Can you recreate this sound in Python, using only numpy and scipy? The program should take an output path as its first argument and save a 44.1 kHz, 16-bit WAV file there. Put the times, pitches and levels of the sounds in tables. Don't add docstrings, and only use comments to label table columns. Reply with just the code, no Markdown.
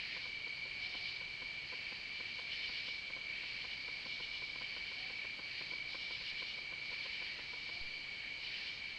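import sys
import numpy as np
from scipy import signal
from scipy.fft import rfft, irfft
from scipy.io import wavfile
from scipy.ndimage import map_coordinates

SR = 44100
rng = np.random.default_rng(int(sys.argv[2]) if len(sys.argv) > 2 else 0)


def generate_wav(sig):
    pcm = np.round(np.clip(np.atleast_2d(sig).T, -1, 1) * 32767).astype(np.int16)
    wavfile.write(sys.argv[1], SR, pcm)


def ratio(d):
    e = np.asarray(d, float) / 20
    return 10 ** e


N = 396018


def rms_one(x):
    return x / np.sqrt(np.mean(x ** 2) + 1e-20)


def drift(rate_hz):
    knots = rng.standard_normal(400)
    return map_coordinates(knots, [np.arange(N) / SR * rate_hz + 3], order=3)


def coloured(spectrum):
    hz, db = np.transpose(spectrum)
    log_hz = np.log(np.fft.rfftfreq(N, 1 / SR) + 1)
    gain = ratio(np.interp(log_hz, np.log(hz), db, left=-99, right=-99))
    return rms_one(irfft(rfft(rng.standard_normal(N)) * gain, N))


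def resonate(x, hz, width_hz):
    r = np.exp(-np.pi * width_hz / SR)
    zeros = [(1 - r * r) / 2, 0, (r * r - 1) / 2]
    poles = [1, -2 * r * np.cos(2 * np.pi * hz / SR), r * r]
    return signal.lfilter(zeros, poles, x)


def resonate_twice(x, hz, width_hz):
    return resonate(resonate(x, hz, width_hz), hz, width_hz)


def rasp(wing_modes):
    teeth_per_s = 9000
    teeth = (rng.random(N) < teeth_per_s / SR) * rng.choice([-1, 1], N)
    teeth = teeth * ratio(2.0 * rng.standard_normal(N)) + 1e-18
    out = np.zeros(N)
    for k, (hz, width_hz, db) in enumerate(wing_modes):
        sign = (-1) ** k
        out += sign * ratio(db) * rms_one(resonate_twice(teeth, hz, width_hz))
    return rms_one(out)


def phrases(rows, floor_db, sag_db_per_s, wander_db):
    attack_s, release_s = .06, .1
    t, power = np.arange(N) / SR, ratio(2 * floor_db)
    for start_s, length_s, db in rows:
        since_s = t - start_s
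        rise = np.clip(since_s / attack_s + .5, 0, 1)
        fall = np.clip((length_s - since_s) / release_s + .5, 0, 1)
        held_db = db - sag_db_per_s * np.clip(since_s, 0, length_s)
        power = power + ratio(2 * held_db) * (rise * fall) ** 2
    return np.sqrt(power) * ratio(wander_db * drift(12))


def night_hiss(far_gain):
    # (frequency [Hz], density [dB per Hz])
    air = [(20, -3), (60, -6.5), (200, -10), (600, -13), (1400, -14.5), (2000, -7.5), (2600, -7), (3050, 1),
           (3500, -13.5), (4400, -3.5), (5000, -28), (5800, -25), (7000, -32), (8500, -45.5)]
    # (frequency [Hz], density [dB per Hz])
    treble = [(5500, -5), (6000, -3), (7000, -6.5), (8300, -8.5), (9000, -20), (9500, -15), (10300, -21),
              (10800, -28), (11500, -24.5), (13000, -28.5), (14200, -28.5), (15200, -23), (15700, -27),
              (15800, -37)]
    # (frequency [Hz], width [Hz], level [dB])
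    whine = [(6250, 60, -84.5), (15800, 250, -110)]
    hiss = ratio(-52) * coloured(air) + ratio(-79) * coloured(treble)
    white = rng.standard_normal(N)
    for hz, width_hz, db in whine:
        hiss += ratio(db) * rms_one(far_gain ** .4 * resonate_twice(white, hz, width_hz))
    return hiss


def opposite_noise(far_gain):
    # (frequency [Hz], density [dB per Hz])
    difference = [(150, -51.5), (600, -40), (1300, -38.5), (1700, -30), (2100, -12), (2310, -2.5),
                  (2570, -13), (2990, -10), (3580, -16), (4490, -7.5), (6070, -29.5), (7900, -35.5),
                  (9400, -49), (15700, -64)]
    noise = ratio(-64.5) * rms_one(far_gain ** .25 * coloured(difference))
    return noise * np.array([[1], [-1]])


def circuit():
    # (frequency [Hz], level [dB rms])
    hum = [(50.8, -86.5), (101.6, -82), (127, -75.5), (152.4, -82), (177.8, -84)]
    # (time [s], level [dB])
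    ticks = [
        (.862, -59),
        (5.592, -54),
        (7.815, -61),
    ]
    # (time [s], level [dB], decay [s], hold until drop [s], share dropped [0-1])
    thumps = [
        (7.8135, -44.0, .11, .052, .65),
    ]
    t, out = np.arange(N) / SR, np.zeros(N)
    for hz, db in hum:
        level = ratio(db + 1.6 * drift(4.5))
        out += np.sqrt(2) * level * np.sin(2 * np.pi * (hz * t + .2 * drift(2)))
    for time_s, db in ticks:
        at = round(time_s * SR)
        out[at:at + 3] += ratio(db) * np.array([-.5, 1, -.5])
    for time_s, db, decay_s, hold_s, share in thumps:
        click = 1.0 * (np.arange(N) == round(time_s * SR))
        out += ratio(db + 24) * resonate(click, 600, 300)
        since_s = t - time_s
        rise = np.clip(since_s / .0004, 0, 1)
        fall = np.clip((since_s - hold_s) / .008 + .5, 0, 1)
        out += ratio(db) * rise * (1 - share * fall) * np.exp(-np.maximum(since_s, 0) / decay_s)
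    return out


def buzzes(period_s, width_s, sag_hz, ring_db, lurch_db, lurch_hz):
    # (centre [s], pulse level [dB])
    early = [(0.17, -50.5), (0.261, -51.5), (0.473, -51.5), (0.661, -52.5), (0.95, -50.2), (1.217, -51),
             (1.426, -50.5), (1.925, -50.5), (2.206, -50), (2.392, -48), (2.696, -51.1), (2.884, -52),
             (3.105, -52), (3.17, -50.5), (3.439, -51.9), (3.648, -49.7), (3.887, -51.5)]
    # (centre [s], pulse level [dB])
    late = [(4.063, -50.5), (4.204, -49), (4.426, -50.5), (4.561, -52.5), (4.616, -49), (4.771, -50),
            (4.921, -51.5), (5.105, -51), (5.251, -51), (5.396, -50.5), (5.615, -49.5), (5.95, -48),
            (6.112, -51.5), (6.216, -54), (6.426, -48), (6.585, -52.5), (6.729, -51), (7.061, -50.5),
            (7.222, -51.3), (7.393, -49), (7.539, -49.5), (7.695, -50)]
    # (centre [s], pulse level [dB])
    double = [
        (1.733, -50.1),
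        (5.73, -50.5),
        (6.926, -51.6),
    ]
    pulse_count = 6
    rows = [(s, pulse_count, db) for s, db in list(early) + list(late)]
    rows += [(s, 2 * pulse_count - 1, db) for s, db in double]
    spikes, lurches = np.zeros(N), np.zeros(N)
    for (centre_s, count, db), jitter in zip(rows, rng.standard_normal((len(rows), 24))):
        k = np.arange(count)
        gap_s = period_s * (1 + .015 * jitter[-1])
        at_s = centre_s + gap_s * (k - k.mean()) + 6e-5 * jitter[k]
        at = np.round(at_s * SR).astype(int)
        spikes[at] += ratio(db + 2.2 * jitter[12 + k])
        lurches[at] += ratio(db) * jitter[k]
    lag_s = np.arange(-60, 61) / SR
    pulses = ratio(5.0) * np.convolve(spikes, np.exp(-(lag_s / width_s) ** 2), "same")
    pulses += ratio(ring_db) * resonate(pulses, 1260, 1000)
    pulses += ratio(lurch_db) * resonate(resonate(lurches + 1e-18, lurch_hz, 280), lurch_hz, 590)
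    switching = ratio(-13) * resonate(spikes, 7200, 3000)
    return signal.lfilter(*signal.butter(1, sag_hz, "high", fs=SR), pulses) + switching


def frog_hoots():
    # (start [s], length [s], pitch [Hz], width [Hz], level [dB])
    calls = [
        (0.739, 0.38, 730, 70, -66.5),
        (4.959, 0.18, 733, 50, -62.5),
        (7.693, .14, 698, 60, -64),
    ]
    out = np.zeros(N)
    for start_s, length_s, hz, width_hz, db in calls:
        n, at = round(length_s * SR), round(start_s * SR)
        breath = resonate_twice(rng.standard_normal(SR // 2), hz, width_hz)[-n:]
        arch_hz = 25 * np.sin(np.linspace(0, np.pi, n))
        pitch_hz = hz + arch_hz + 12 * drift(17)[:n]
        tone = np.sqrt(2) * np.sin(2 * np.pi * np.cumsum(pitch_hz) / SR)
        out[at:at + n] += ratio(db) * np.sqrt(np.hanning(n)) * (0.42 * tone + 0.69 * rms_one(breath))
    return out


def far_katydid_gain():
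    # (start [s], length [s], level [dB])
    far_rows = [(-0.05, .36, -65), (.8, 0.38, -62), (1.65, .38, -71.5), (2.15, 0.36, -69.5),
                (2.5, .5, -61.5), (3.4, 0.77, -67.5), (4.05, 0.47, -64), (4.5, 0.73, -67.5),
                (5.47, .32, -67.5), (5.88, .46, -61.5), (6.36, .24, -64), (6.83, .45, -65.5),
                (7.3, 0.54, -66.5), (8.41, 0.4, -63), (8.8, .2, -76)]
    return phrases(far_rows, floor_db=-70, sag_db_per_s=0.5, wander_db=0.43)


def far_katydids(far_gain):
    # (frequency [Hz], width [Hz], level [dB])
    far_modes = [(2970, 620, -4), (3890, 1160, 3.5), (4390, 1020, 2.5), (5097, 560, -4.5),
                 (5560, 610, -15.5)]
    return far_gain * ratio(10) * rasp(far_modes)


def ground_crickets():
    # (start [s], length [s], level [dB])
    surges = [(.04, 0.14, -51), (.7, .25, -61), (1.0, 0.15, -52), (1.65, .8, -56.5), (2.65, .2, -50.5),
              (3.5, .7, -57), (4.55, 0.58, -55), (5.45, 0.35, -54), (6.05, 0.64, -58), (6.9, 0.44, -54),
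              (7.6, 0.44, -56), (8.45, 0.28, -53.5)]
    # (frequency [Hz], width [Hz], level [dB])
    ground_modes = [(4215, 550, -3.5), (4635, 366, 0)]
    gain = phrases(surges, floor_db=-56.5, sag_db_per_s=0.5, wander_db=1.0)
    return gain * ratio(-2.5) * rasp(ground_modes)


def low_katydids():
    # (start [s], length [s], level [dB])
    low_rows = [(-0.05, 0.27, -53), (.7, 0.56, -59), (1.68, 0.48, -57), (2.2, 0.39, -59), (2.47, 0.44, -56),
                (3.3, .45, -57), (3.85, 0.23, -60), (4.6, 0.56, -58), (5.17, 0.13, -57.5),
                (5.48, 0.19, -54.5), (6.15, .35, -59), (6.9, 0.54, -54), (8.2, 0.1, -56), (8.42, 0.32, -56),
                (8.87, 0.11, -61)]
    # (frequency [Hz], width [Hz], level [dB])
    low_modes = [(1842, 350, -2), (2124, 230, -4), (2540, 490, 4)]
    gain = phrases(low_rows, floor_db=-64.5, sag_db_per_s=5, wander_db=1.5)
    return gain * ratio(3.0) * rasp(low_modes)


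def tree_crickets(centre_hz, spread_hz, pulse_hz, duty, count):
    # (time [s], level [dB])
    effort = [(0, -50), (.35, -46), (.9, -47), (2.0, -48), (2.8, -47), (4.2, -46.5), (5.0, -48),
              (5.25, -45.5), (5.4, -49), (5.55, -47), (7.3, -47.5), (7.42, -55.5), (7.52, -47.5),
              (8.98, -48)]
    t, out = np.arange(N) / SR, np.zeros(N)
    for place, (tempo, start, far) in zip(np.linspace(-1.6, 1.6, count), rng.random((count, 3))):
        beat = (t * pulse_hz * (.85 + .3 * tempo) + start + 0.24 * drift(6)) % 1
        stroke = np.clip(beat / duty, 0, 1)
        pitch_hz = centre_hz + spread_hz * place + 12 * drift(3) - 30 * stroke
        tone = np.sin(2 * np.pi * np.cumsum(pitch_hz) / SR)
        out += ratio(-3 * place ** 2 - 4.0 * far) * np.sin(np.pi * stroke) * tone
    return ratio(np.interp(t, *np.transpose(effort))) * rms_one(out)


def near_katydids(stroke_s):
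    # (first stroke [s], strokes [count], first level [dB], growth [dB per stroke])
    songs = [(0.02, 2, -56, 3.5), (.846, 3, -54.5, 1.2), (1.65, 4, -63, 0.5), (2.17, 3, -56, 0.8),
             (2.535, 4, -49.5, 0.2), (3.075, 1, -56.5, 0), (3.375, 2, -56, 1), (3.608, 2, -52.5, .6),
             (4.125, 3, -50, -0.2), (4.653, 4, -55, .3), (5.59, 2, -53.5, -4), (6.03, 2, -53, 0),
             (6.279, 3, -48, -1.8), (6.92, 1, -58, 0), (7.04, 3, -51.5, -2), (7.75, 1, -61, 0),
             (8.178, 1, -64, 0), (8.45, 3, -53, 0.7), (8.914, 1, -65, 0)]
    # (frequency [Hz], width [Hz], level [dB])
    near_modes = [(2854, 170, -3.5), (3030, 230, -0.5), (3520, 760, -6.5), (4220, 390, -8),
                  (5060, 990, -15.5)]
    gap_s, gap_jitter_s, jitter_db = .116, .003, .4
    t, power = np.arange(N) / SR, np.zeros(N)
    chances = rng.standard_normal((len(songs), 2, 4))
    for (first_s, strokes, first_db, growth_db), chance in zip(songs, chances):
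        for k in range(round(strokes)):
            at_s = first_s + gap_s * k + gap_jitter_s * chance[0, k]
            db = first_db + growth_db * k + jitter_db * chance[1, k]
            near = slice(max(round((at_s - .15) * SR), 0), round((at_s + .15) * SR))
            power[near] += ratio(2 * db) * np.exp(-((t[near] - at_s) / stroke_s) ** 2)
    return ratio(3.0) * np.sqrt(power) * rasp(near_modes)


def scene():
    far_gain = far_katydid_gain()
    mono = night_hiss(far_gain) + circuit()
    mono += buzzes(period_s=0.001977, width_s=0.00017, sag_hz=149, ring_db=-5.0, lurch_db=29, lurch_hz=169)
    mono += frog_hoots()
    mono += far_katydids(far_gain) + ground_crickets() + low_katydids()
    mono += tree_crickets(centre_hz=2320, spread_hz=60, pulse_hz=47.86, duty=.7, count=22)
    mono += near_katydids(stroke_s=0.025)
    return mono + opposite_noise(far_gain)


def band_limit(x):
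    return signal.sosfilt(signal.butter(12, 15730, fs=SR, output="sos"), x)


def record(dry):
    return band_limit(dry)


dry = scene()
out = record(dry)
generate_wav(out)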